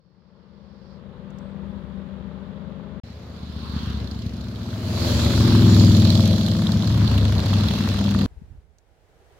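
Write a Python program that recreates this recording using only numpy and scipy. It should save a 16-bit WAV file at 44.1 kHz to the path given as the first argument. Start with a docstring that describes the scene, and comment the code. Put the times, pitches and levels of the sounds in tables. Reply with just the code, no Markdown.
"""Motorcycles on a damp country road

Three scenes, hard cuts. Two twins drone far off under faint birds. Five bikes pass close by:
Doppler-shifted exhaust notes, puffing rasp, ticking engines, pinging pipes, hissing tyres.
Last, a quiet lane with wind on the microphone. Exhausts are harmonics of the engine cycle rate
or pulses ringing a silencer; rasp and ticks are noise gated by the firings."""
import sys
import numpy as np
from scipy import signal
from scipy.fft import rfft, irfft, next_fast_len
from scipy.io import wavfile
from scipy.ndimage import map_coordinates

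SR = 44100
rng = np.random.default_rng(int(sys.argv[2]) if len(sys.argv) > 2 else 0)


def to_wav(sig):
    """Store sig (one row per channel, or 1-D mono) as 16-bit WAV at the path in sys.argv[1].

    Samples outside -1..1 are clipped; the rate is SR.
    """
    pcm = np.clip(np.atleast_2d(sig), -1, 1) * 32767
    pcm = np.round(pcm).astype(np.int16)
    wavfile.write(sys.argv[1], SR, pcm.T)  # frames by channels


N = 414099
TIME = np.arange(N) / SR
FAR_END_S, NEAR_START_S, NEAR_END_S = 3.0, 3.035, 8.261
SOUND_M_PER_S = 343

# Table levels are relative; the functions add gain.
# far engines: t/s, cycle rate/Hz, level/dB
FAR_DEEP_RUN = [(0, 13.2, -71), (0.6, 14.5, -53.5), (1.4, 14, -49.5), (1.7, 14.03, -38.5),
                (2.98, 13.4, -45)]
FAR_RISING_RUN = [(0, 19.8, -63.5), (0.8, 20.4, -50), (1.25, 21.7, -42), (2.1, 22.2, -43.5),
                  (2.98, 23.8, -40.5)]
# twin under load: t/s, cycle rate/Hz, level/dB
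CHUG_RUN = [(4, 13.7, -66), (4.75, 13.84, -52), (5.35, 13.92, -39), (5.7, 13.94, -42), (6.5, 14.09, -46),
            (7.1, 14.28, -45), (7.7, 14.55, -44), (8.26, 14.68, -42)]
# exhaust harmonics: multiple of cycle rate, level/dB
FAR_DEEP_PIPE = [(4, -16), (5, -9.5), (7, -24), (12, -10.5), (13, -24), (14, -2.5), (15, -22), (16, -24),
                 (28, -45)]
FAR_RISING_PIPE = [(2, -16), (3, -13.5), (4, -6.5), (6, -5.5), (7, -3.5), (8, -5), (9, 1), (10, -13),
                   (11, -6), (12, -14.5), (15, -19), (17, -13.5), (18, -23), (23, -10.5), (26, -12),
                   (27, -19.5), (28, -21)]
SECOND_PIPE = [(2, -19), (4, 3.5), (8, -11.5), (12, -12), (16, -9)]
SECOND_WHINE = [(28, -3), (29, 0), (30, -5), (32, -7)]
THIRD_PIPE = [(3, -28.5), (4, -24.5), (5, -1), (6, -5.5), (7, -19), (8, -14), (9, -9), (10, -14), (11, -7),
              (12, -10), (13, -19.5), (14, -20), (15, -24.5), (16, -19.5), (17, -22), (19, -24)]
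THIRD_GROWL = [(13, -12), (14, -3.5), (15, -4), (16, 0.5), (17, -9), (18, -10), (19, -12.5)]
THIRD_DRONE = [(8, -5.5), (9, -3), (10, -6.5), (11, -1.5), (17, -15)]
THIRD_WHINE = [(27, 0), (28, -7), (31, 0), (32, -10), (33, -7), (34, 0)]
FOURTH_PIPE = [(4, -18.5), (5, -7), (6, -12), (7, -0.5), (8, -10), (9, -9.5), (10, -29.5), (11, -20.5),
               (12, -14.5), (13, -20.5), (14, -12), (15, -22), (16, -21.5), (17, -17.5), (18, -26),
               (19, -20), (20, -24)]
FIFTH_PIPE = [(3, -23), (4, -19), (5, -0.5), (6, -11), (7, -12.5), (8, -14.5), (9, -14), (10, -8.5),
              (11, -9.5), (12, -16), (13, -16.5), (14, -21.5), (15, -19), (16, -24.5), (17, -22)]
FIFTH_DRONE = [(8, -14.5), (9, -10.5), (10, -1), (11, -14), (12, -10), (13, -14), (17, -19)]
# exhaust blows: phase/cycles, level/dB
V_TWIN_STROKES = [(0, 15), (.41, 12), (0.592, -4)]
BIG_TWIN_STROKES = [(0, -0.5), (.6, -3.5)]
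# envelopes: t/s, level/dB
FAR_APPROACH = [(0.02, -72), (0.38, -61.5), (1.41, -49.5), (2.95, -48.5)]
SIZZLE_LEVEL = [(0, -84.5), (.5, -78.5), (.95, -69), (1.03, -84), (1.5, -100)]
SQUEAL_LEVEL = [(5.55, -120), (5.7, -43), (5.76, -47), (5.81, -40.5), (5.84, -50), (5.97, -51), (6.2, -120)]
# whistles: t/s, length/s, start f/Hz, end f/Hz, level/dB
BIRDS = [(.5, 0.23, 3300, 4100, -81), (1.238, 0.069, 4100, 4800, -78.5), (1.3, 0.28, 8300, 7900, -82)]
# clicks: t/s, level/dB
CLICKS = [(1.304, -53), (1.3855, -47.5), (8.7846, -51.5)]

# five near bikes: passing t/s, speed/(m/s), distance/m, cycle rate/Hz, revving/(Hz/s), firing t/s
PASSES = [(3.87, 21, 4.4, 14.35, 0, 4.263), (5.11, 24, 3.6, 20.55, 0, 5.05),
          (5.8, 17.2, 4, 19.99, .51, 6.103), (7.13, 17, 2.5, 14.72, -.3, 7.2525),
          (7.58, 10, 2, 20.05, .7, 7.6865)]
# their exhausts: level/dB, rise/s, fade/s, peak delay/s
EXHAUST_SWELLS = [(-28, 0.42, 0.41, 0.049), (-23.5, 0.19, .6, 0), (-11, 0.35, 0.54, -0.079),
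                  (-16, 0.26, 0.42, -.06), (-21, 0.29, 1, .05)]
# their noises: rasp/dB, hiss/dB, spray/dB, ticks/dB, tick decay/cycles
PASS_NOISES = [(-51, -56.5, -67, -55, 0.077), (-34.5, -34.5, -44, -61, .02),
               (-38, -36.5, -47, -41.5, 0.028), (-38.5, -46, -57, -45.5, 0.036),
               (-38, -40, -55, -44.5, 0.064)]
# their tyre roar: level/dB, lead/s
TYRE_SWELLS = [(-43, 0.056), (-45, .06), (-37, 0.28), (-41.5, 0.054), (-44.5, -.1)]
# third bike's growl, drone, whine; fifth's drone: level/dB, peak t/s, rise/s, fade/s
TONE_SWELLS = [(-24.5, 5.68, 0.22, 0.26), (-21.5, 6.61, .5, .5), (-37, 6.18, .2, 0.59),
               (-19, 8.295, 0.26, .3)]
# hardest firings: t/s, crack level/dB, ring f/Hz, ring level/dB
PINGS = [(4.1118, -47, 4670, -37), (4.2667, -53.5, 4100, -43), (4.4147, -57, 4300, -44),
         (5.7458, -28.5, 4400, -39), (5.7963, -29, 4350, -24), (5.8464, -28, 4180, -36),
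         (5.9682, -27, 3300, -31), (6.0499, -33, 4180, -23.5), (6.1028, -24.5, 4240, -19.5),
         (6.152, -25.5, 4260, -26), (6.256, -28, 4160, -33), (6.2771, -24, 3600, -40),
         (6.411, -35, 3840, -29), (6.464, -29.5, 3520, -32), (6.484, -34, 3380, -32),
         (6.5146, -36, 4730, -31), (6.6686, -35, 3580, -24), (6.7191, -31, 4240, -31.5),
         (6.8728, -31, 4550, -34.5), (7.077, -38, 3900, -28), (7.178, -33, 3070, -29),
         (7.3816, -36.5, 4120, -32.5), (7.4026, -34, 4030, -30), (7.4599, -30, 4270, -32.5),
         (7.4829, -34.5, 4070, -46), (7.5336, -34, 3560, -31), (7.6856, -29, 3780, -24.5),
         (7.7363, -32, 3950, -33), (7.8874, -28, 4600, -36), (7.9886, -34.5, 3400, -33),
         (8.109, -31, 4200, -37)]
# lane: t/s, buffet level/dB, rush level/dB
LANE_LEVELS = [(8.3, -56, -66.5), (8.55, -47.5, -68.5), (8.68, -60, -73.5), (8.85, -63, -71.5),
               (9.39, -60, -62)]
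# wind bumps: t/s, level/dB, f/Hz, left minus right/dB
BUMPS = [(8.322, -40, 68, 11), (8.378, -34, 62, 20), (8.421, -34.5, 162, 22), (8.44, -40, 72, 12),
         (8.516, -38, 85, -12), (8.587, -36, 72.3, 3)]

# spectra: f/Hz, density/dB
RUMBLE = [(25, -21), (45, -6), (70, 6), (105, 2), (150, 2), (220, 2), (300, -3.5), (450, -8), (800, -55.5)]
FAR_RASP = [(180, -39), (300, -13), (364, -3), (583, 0), (700, -13.5), (817, -8), (1080, -9), (1960, -19),
            (3000, -30.5), (3900, -41), (6600, -120)]
FAR_HISS = [(1470, -22), (2500, 2.5), (3480, 6), (4970, -7), (5710, -15), (7140, -15), (8660, -54),
            (12500, -30), (15000, -29), (15800, -22.5)]
SIZZLE = [(3000, -26), (4300, 2), (5200, -1), (6500, -19), (9000, -33.5)]
CLICK = [(2000, -21), (3500, -12), (7000, -2), (9000, -19.5), (15000, -21.5)]
SILENCER = [(35, -28), (70, 2), (100, -0.5), (130, -8.5), (215, -4), (265, -11.5), (330, -28), (900, -48.5)]
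NEAR_RASP = [(250, -25), (420, 1), (491, -1), (551, 1), (753, -6.5), (1150, -11), (1890, -15), (3000, -17),
             (3900, -41), (6600, -120)]
NEAR_HISS = [(1350, -33), (2300, -14.5), (2940, -9), (3370, -1), (3660, -3.5), (4240, 0.5), (5340, -6.5),
             (7100, -16), (8500, -30.5), (11000, -55.5), (18700, -120)]
SPRAY = [(4000, -24), (7000, 7), (8700, -4.5), (11000, 1.5), (15800, -2.5)]
TYRES = [(600, -16), (1050, 4), (1600, -4), (2400, -12), (3400, -2.5), (4300, -1.5), (5500, -15.5),
         (8000, -29.5)]
TICK = [(500, -23), (1200, -14.5), (2200, -17.5), (3200, 4.5), (4200, 6.5), (5300, -2), (7000, -9),
        (8700, -24), (11000, -15), (16000, -21.5)]
RATTLE = [(600, -21), (1500, -3.5), (2300, -11), (2730, 3.5), (2950, -1), (3400, 4.5), (5500, -8.5),
          (8500, -20.5), (12000, -17.5), (16000, -29.5)]
BARK = [(500, -12), (950, 0.5), (1400, -1), (1800, -6.5), (4500, -30)]
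CRACK = [(500, -12), (1300, 1), (2300, -10), (4200, 1.5), (7000, 0), (8700, -15), (11500, -5), (15500, -8)]
SQUEAL = [(5800, -45.5), (6700, -13), (6890, 0), (7080, -13.5), (7550, -14), (8300, -49.5)]
CASING = [(2200, -28), (2600, -7), (2730, 4), (2900, -9), (3350, 0), (3900, -25.5)]
BUFFET = [(12, -41), (20, -24), (43, -8), (83, -9.5), (161, -21), (300, -29.5), (390, -43), (660, -120)]
RUSH = [(120, -50), (320, -5), (423, 0), (588, -5.5), (746, -5.5), (1070, -14.5), (1550, -14),
        (2230, -18.5), (4480, -25.5), (7200, -29.5), (15800, -37.5)]
# stereo width: f/Hz, left-right correlation
CORRELATION = [(60, 0.5), (150, 0.5), (380, 0.87), (950, 0.3), (2380, 0.14), (5980, -0.1), (15000, -0.07)]
# balance: f/Hz, left minus right/dB
FAR_BALANCE = [(60, 21), (110, 18), (200, 17.5), (380, 3.5), (700, 10), (1290, 3.5), (2380, 2),
               (4400, -23.5), (8120, 15), (15000, -2.5)]
NEAR_BALANCE = [(60, 0.5), (92, 1.5), (140, 1), (210, 2), (330, 3), (500, 2.5), (770, 7.5), (1170, 1),
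                (1790, 4), (2740, 0), (4190, -11.5), (6410, 8.5), (9810, 7), (15000, -0.5)]
LANE_BALANCE = [(60, -22), (240, 0.5), (950, 2.5), (3800, -3), (15000, 1.5)]


def amp(db):
    """dB to gain."""
    return 10 ** (np.asarray(db) / 20)


def unit(x):
    """Scale to rms 1."""
    return x / np.sqrt(np.mean(x ** 2) + 1e-20)


def power_sum(gains):
    """Joint gain of unrelated sources."""
    return np.sqrt(sum(g ** 2 for g in gains))


def along(points, hz):
    """Interpolate on a log frequency axis."""
    knots_hz, values = np.transpose(points)
    return np.interp(np.log(hz + 1), np.log(knots_hz + 1), values)


def curves(rows):
    """Per-sample curve for each column after the time."""
    knots_s, *columns = np.transpose(rows)
    return [np.interp(TIME, knots_s, column) for column in columns]


def during(start_s, end_s, fade_s=.001):
    """Gate with linear edges."""
    return np.clip(1 + np.minimum(TIME - start_s, end_s - TIME) / fade_s, 0, 1)


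def swell(peak_s, rise_s, fade_s):
    """Pass-by gain: 1 at the peak, 1/2 at rise_s before and fade_s after."""
    dt = TIME - peak_s
    return 1 / (1 + (dt / np.where(dt < 0, rise_s, fade_s)) ** 2)


def wobble(rate_hz):
    """Smooth random curve."""
    return map_coordinates(rng.standard_normal(int(N * rate_hz / SR) + 4), [TIME * rate_hz], order=2)


def filtered(x, response):
    """FFT filter with gain response(hz)."""
    size = next_fast_len(N + 8192, True)
    return irfft(rfft(x, size) * response(np.fft.rfftfreq(size, 1 / SR)), size)[..., :N]


def noise(spectrum, gate=1):
    """Stereo noise, gated, then coloured; wide in the treble."""
    def mid_side_gains(hz):
        angle = np.arccos(np.clip(along(CORRELATION, hz), -1, 1)) / 2
        return amp(along(spectrum, hz)) * np.array([np.ones_like(hz), np.tan(angle)])
    mid, side = filtered(gate * rng.standard_normal((2, N)), mid_side_gains)
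    return np.array([mid + side, mid - side]) / np.std(mid)


def gated(spectrum, envelope):
    """Stereo noise at the envelope's level."""
    return noise(spectrum, envelope) * np.sqrt(np.mean(envelope ** 2))


def placed(pair, balance):
    """Pan by frequency."""
    return filtered(pair, lambda hz: 2 / (1 + amp(np.outer([-1, 1], along(balance, hz)))))


def crank(rate_hz, firing_s=0):
    """Engine cycles, counted from one firing."""
    cycles = np.cumsum(rate_hz) / SR
    return cycles - np.interp(firing_s, TIME, cycles)


def bursts(cycles, decay_cycles, scatter_db, strokes=V_TWIN_STROKES):
    """Decaying envelope of random size on every stroke."""
    envelope = np.zeros(N)
    for offset, db in strokes:
        count, phase = np.divmod(cycles - offset, 1)
        count = (count - count[0]).astype(int)
        sizes = amp(db + scatter_db * np.clip(rng.standard_normal(size=512), -2, 2))
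        envelope += sizes[count] * np.exp(-phase / decay_cycles)
    return unit(envelope)


def far_bike(run):
    """Cycles and exhaust gain of a distant engine."""
    rate_hz, db = curves(run)
    return crank(rate_hz), amp(db)


def exhaust(bike, pipe, gain_db, rough, jitter_cycles):
    """One pressure wave per cycle; firings vary in strength and timing."""
    cycles, gain = bike
    size = 1024
    orders, db = np.transpose(pipe)
    multiples = np.arange(size // 2 + 1)
    bins = np.round(orders).astype(int)
    cepstrum = irfft(np.log(amp(np.interp(multiples, bins, db, left=-50, right=-50))))
    phases = np.angle(rfft(2 * cepstrum[:size // 2], size))[bins]
    phases += 1.4 * rng.standard_normal(len(bins))  # silencer and road bounce smear the pulse
    lines = np.zeros(len(multiples), complex)
    lines[bins] = amp(db) * np.exp(1j * phases)
    position = (cycles + jitter_cycles * wobble(30)) % 1 * size
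    wave = np.interp(position, np.arange(size), unit(irfft(lines)))
    return wave * amp(gain_db) * gain * (1 + rough * wobble(45))


def turbulence(bikes, share_db):
    """Low noise that follows the joint exhaust gain."""
    return amp(share_db) * power_sum(gain for _, gain in bikes) * noise(RUMBLE)


def puffs(cycles, depth):
    """Gas flow envelope, one puff per stroke."""
    return (1 + depth * bursts(cycles, decay_cycles=.07, scatter_db=2)) / (1 + .7 * depth)


def far_bikes():
    """Two twins beyond the bend, one near steady, one speeding up; a high sizzle swells and stops."""
    approach_db, = curves(FAR_APPROACH)
    deep, rising = far_bike(FAR_DEEP_RUN), far_bike(FAR_RISING_RUN)
    pipes = exhaust(deep, FAR_DEEP_PIPE, gain_db=3, rough=.036, jitter_cycles=.0036)
    pipes += exhaust(rising, FAR_RISING_PIPE, gain_db=.5, rough=.041, jitter_cycles=.0011)
    rumble = turbulence([deep, rising], share_db=-6.5)
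    beat = puffs(deep[0], depth=.3) + puffs(rising[0], depth=.3)
    rasp = amp(approach_db) * noise(FAR_RASP, beat)
    hiss = amp(approach_db - 16.5) * noise(FAR_HISS)
    sizzle = amp(curves(SIZZLE_LEVEL)[0]) * noise(SIZZLE)
    return placed(pipes + rumble + rasp + hiss + sizzle, FAR_BALANCE)


def birds():
    """Faint gliding whistles on the left."""
    song = np.zeros(N)
    quaver = 1 + .012 * wobble(150)
    for start_s, length_s, start_hz, end_hz, db in BIRDS:
        progress = np.clip((TIME - start_s) / length_s, 0, 1)
        hz = (start_hz + (end_hz - start_hz) * progress) * quaver
        song += amp(db) * np.sin(np.pi * progress) * np.sin(2 * np.pi * np.cumsum(hz) / SR)
    return song * amp([[3], [-5]])


def clicks(decay_s=.0036):
    """Tiny close clicks: short noise bursts."""
    envelope = sum(amp(db - 7) * (TIME >= at_s) * np.exp(-np.abs(TIME - at_s) / decay_s)
                   for at_s, db in CLICKS)
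    return gated(CLICK, envelope)


def receding(passing_s, speed_m_s, distance_m):
    """Share of the speed directed away from the listener, -1 to 1."""
    past_m = speed_m_s * (TIME - passing_s)
    return past_m / np.hypot(past_m, distance_m)


def near_bike(motion, strength):
    """Cycles and exhaust gain of a passing engine: Doppler drop, throttle change once past."""
    passing_s, speed_m_s, distance_m, cycle_hz, rev_hz_per_s, firing_s = motion
    db, rise_s, fade_s, delay_s = strength
    rate_hz = cycle_hz + rev_hz_per_s * np.maximum(TIME - passing_s, 0)
    doppler = 1 + speed_m_s * receding(passing_s, speed_m_s, distance_m) / SOUND_M_PER_S
    return crank(rate_hz / doppler, firing_s), amp(db) * swell(passing_s + delay_s, rise_s, fade_s)


def putter(cycles):
    """Thuds: each blow is a short push that rings the silencer (minimum phase)."""
    size = 4096
    cepstrum = irfft(np.log(amp(along(SILENCER, np.fft.rfftfreq(size, 1 / SR)))))
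    ring = irfft(np.exp(rfft(2 * cepstrum[:size // 2], size)))
    pushes = bursts(cycles, decay_cycles=.006, scatter_db=2, strokes=BIG_TWIN_STROKES)
    return unit(signal.fftconvolve(pushes.mean() - pushes, ring)[:N])


def shifting_exhaust(cycles, tones, waver_db=1.4, jitter_cycles=.003, rough=.13):
    """Exhaust whose (pipe, gain) parts swell in turn; each harmonic wavers on its own."""
    powers = {}
    for pipe, gain in tones:
        orders, db = np.transpose(pipe)
        shares = amp(db) ** 2 / np.sum(amp(db) ** 2)
        for order, share in zip(np.round(orders), shares):
            powers[order] = powers.get(order, 0) + 2 * share * gain ** 2
    knots_s = TIME[::SR // 12]
    uneven_cycles = cycles + jitter_cycles * wobble(45)
    strength = 1 + rough * wobble(70)
    wave = np.zeros(N)
    for order, power in powers.items():
        waver = amp(np.interp(TIME, knots_s, waver_db * rng.standard_normal(len(knots_s))))
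        wave += np.sqrt(power) * waver * np.sin(2 * np.pi * (order * uneven_cycles + rng.random()))
    return strength * wave


def near_pipes(bikes):
    """Five exhaust notes; the third and fifth shift tone as their tailpipes turn to the listener."""
    first, second, third, fourth, fifth = bikes
    growl, drone, whine, fifth_drone = [amp(db) * swell(*timing) for db, *timing in TONE_SWELLS]
    pipes = first[1] * putter(first[0])
    pipes += exhaust(second, SECOND_PIPE, gain_db=0, rough=.1, jitter_cycles=.003)
    pipes += exhaust(second, SECOND_WHINE, gain_db=-15, rough=.35, jitter_cycles=.005)
    pipes += shifting_exhaust(third[0], [(THIRD_PIPE, third[1]), (THIRD_GROWL, growl),
                                         (THIRD_DRONE, drone), (THIRD_WHINE, whine)])
    pipes += exhaust(fourth, FOURTH_PIPE, gain_db=0, rough=.1, jitter_cycles=.002)
    pipes += shifting_exhaust(fifth[0], [(FIFTH_PIPE, fifth[1]), (FIFTH_DRONE, fifth_drone)])
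    return pipes + turbulence(bikes[:2], share_db=-10) + turbulence(bikes[2:], share_db=-17.5)


def passing_noise(bikes):
    """Rasp, hiss and wet-road spray: each bike's share swells and pulses over a steady floor."""
    beats = [puffs(cycles, depth=.42 + .25 * receding(*motion[:3]))  # deeper from behind
             for motion, (cycles, _) in zip(PASSES, bikes)]

    def layer(spectrum, levels_db, rise_s, fade_s, floor_db, pulsing):
        shares = [amp(db) * swell(motion[0], rise_s, fade_s) * beat ** pulsing
                  for motion, db, beat in zip(PASSES, levels_db, beats)]
        return gated(spectrum, power_sum(shares + [amp(floor_db)]))

    rasp_db, hiss_db, spray_db, *_ = np.transpose(PASS_NOISES)
    rasp = layer(NEAR_RASP, rasp_db, rise_s=.21, fade_s=1, floor_db=-51, pulsing=.5)
    hiss = layer(NEAR_HISS, hiss_db, rise_s=.13, fade_s=.85, floor_db=-60.5, pulsing=.33)
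    spray = layer(SPRAY, spray_db, rise_s=.17, fade_s=.7, floor_db=-74.5, pulsing=.41)
    return rasp + hiss + spray


def tyre_roar():
    """Short, even roar around each pass."""
    shares = [amp(db) * swell(motion[0] - lead_s, rise_s=.23, fade_s=.2)
              for motion, (db, lead_s) in zip(PASSES, TYRE_SWELLS)]
    return gated(TYRES, power_sum(shares))


def clatter(bikes, delay_s=.16):
    """Firing edges, loudest with tailpipes facing the listener: three bikes tick, two rattle."""
    edges = []
    for motion, (cycles, _), (*_, db, decay_cycles) in zip(PASSES, bikes, PASS_NOISES):
        gain = amp(db) * swell(motion[0] + delay_s, rise_s=.44, fade_s=.96)
        edges.append(gain * bursts(cycles, decay_cycles, scatter_db=1.8))
    return gated(TICK, power_sum(edges[:3])) + gated(RATTLE, power_sum(edges[3:]))


def patchy(pair, depth_db, width_hz, length_s):
    """Flickering colour: random gain patches over time and frequency."""
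    hz, t, spectra = signal.stft(pair, SR, nperseg=256)
    shape = (int(SR / 2 / width_hz) + 3, int(t[-1] / length_s) + 3)
    grid = np.meshgrid(hz / width_hz, t / length_s, indexing="ij")
    field = map_coordinates(rng.standard_normal(shape), grid, order=1)
    gain = unit(amp(depth_db * np.clip(unit(field), -2, 2)))
    return signal.istft(spectra * gain, nperseg=256)[1][:, :N]


def chug():
    """A big twin pulls away under load: bark and thud on every blow."""
    rate_hz, db = curves(CHUG_RUN)
    cycles = crank(rate_hz, firing_s=5.407)
    blows = bursts(cycles, decay_cycles=.055, scatter_db=1.2, strokes=BIG_TWIN_STROKES)
    return gated(BARK, amp(db) * blows) + amp(db + 13) * putter(cycles)


def pings(ring_t60_s=.018, crack_t60_s=.01, attack_s=.0003, mode_ratios=(.91, 1, 1.07)):
    """The hardest firings crack and ring a cluster of modes in the thin pipe wall."""
    rings, cracks = np.zeros((2, N)), np.zeros(N)
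    t = np.arange(SR // 30) / SR
    attack = 1 - np.exp(-t / attack_s)
    for at_s, crack_db, hz, ring_db in PINGS:
        start = round(at_s * SR)
        span = slice(start, start + len(t))
        modes = sum(np.sin(2 * np.pi * (hz * ratio * t + rng.random((2, 1)))) for ratio in mode_ratios)
        modes /= np.sqrt(len(mode_ratios))
        rings[:, span] += amp(ring_db + 8.5 - 60 * t / ring_t60_s) * modes * attack
        cracks[span] += amp(crack_db - 3 - 60 * t / crack_t60_s)
    return rings + gated(CRACK, cracks)


def squeal():
    """Thin metallic band of noise as the third bike passes."""
    return amp(curves(SQUEAL_LEVEL)[0]) * noise(SQUEAL)


def casing(cycles):
    """Valve clatter rings the last engine's casing while it is close."""
    valves = bursts(2 * cycles, decay_cycles=.25, scatter_db=1.5)
    return gated(CASING, amp(-45.5) * swell(7.76, rise_s=.17, fade_s=.22) * valves)


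def near_bikes():
    """Five close passes, all layers."""
    bikes = [near_bike(motion, strength) for motion, strength in zip(PASSES, EXHAUST_SWELLS)]
    rush = patchy(passing_noise(bikes) + tyre_roar(), depth_db=1.6, width_hz=500, length_s=.06)
    ticks = patchy(clatter(bikes), depth_db=2.5, width_hz=700, length_s=.025)
    mix = rush + ticks + squeal() + near_pipes(bikes) + casing(bikes[-1][0]) + chug() + pings()
    return placed(mix, NEAR_BALANCE)


def wind_bump(at_s, db, hz, pan_db):
    """Soft push of air, about two periods long."""
    periods = hz * (TIME - at_s)
    push = np.exp(-(periods / .64) ** 2) * np.cos(2 * np.pi * (periods + rng.random()))
    return amp(db) * push * 2 / (1 + amp([[-pan_db], [pan_db]]))


def lane():
    """Wind buffets the microphone; a distant rush dips, then grows."""
    buffet_db, rush_db = curves(LANE_LEVELS)
    bumps = sum(wind_bump(*bump) for bump in BUMPS)
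    buffet = amp(buffet_db + 2.1 * wobble(25)) * noise(BUFFET)
    rush = amp(rush_db + 3.5) * noise(RUSH)
    return placed(buffet + rush, LANE_BALANCE) + bumps


def scene():
    """Far bikes, near bikes, lane; hard cuts."""
    far = (far_bikes() + birds()) * during(0, FAR_END_S)
    near = near_bikes() * during(NEAR_START_S, NEAR_END_S)
    return far + near + lane() * during(NEAR_END_S, N / SR) + clicks()


def record(dry):
    """Soft clip, then brick-wall low-pass."""
    ceiling, top_hz = .88, 15870
    rounded = dry / (1 + np.abs(dry / ceiling) ** 6) ** (1 / 6)
    return filtered(rounded, lambda hz: hz < top_hz)


dry = scene()
out = record(dry)
to_wav(out)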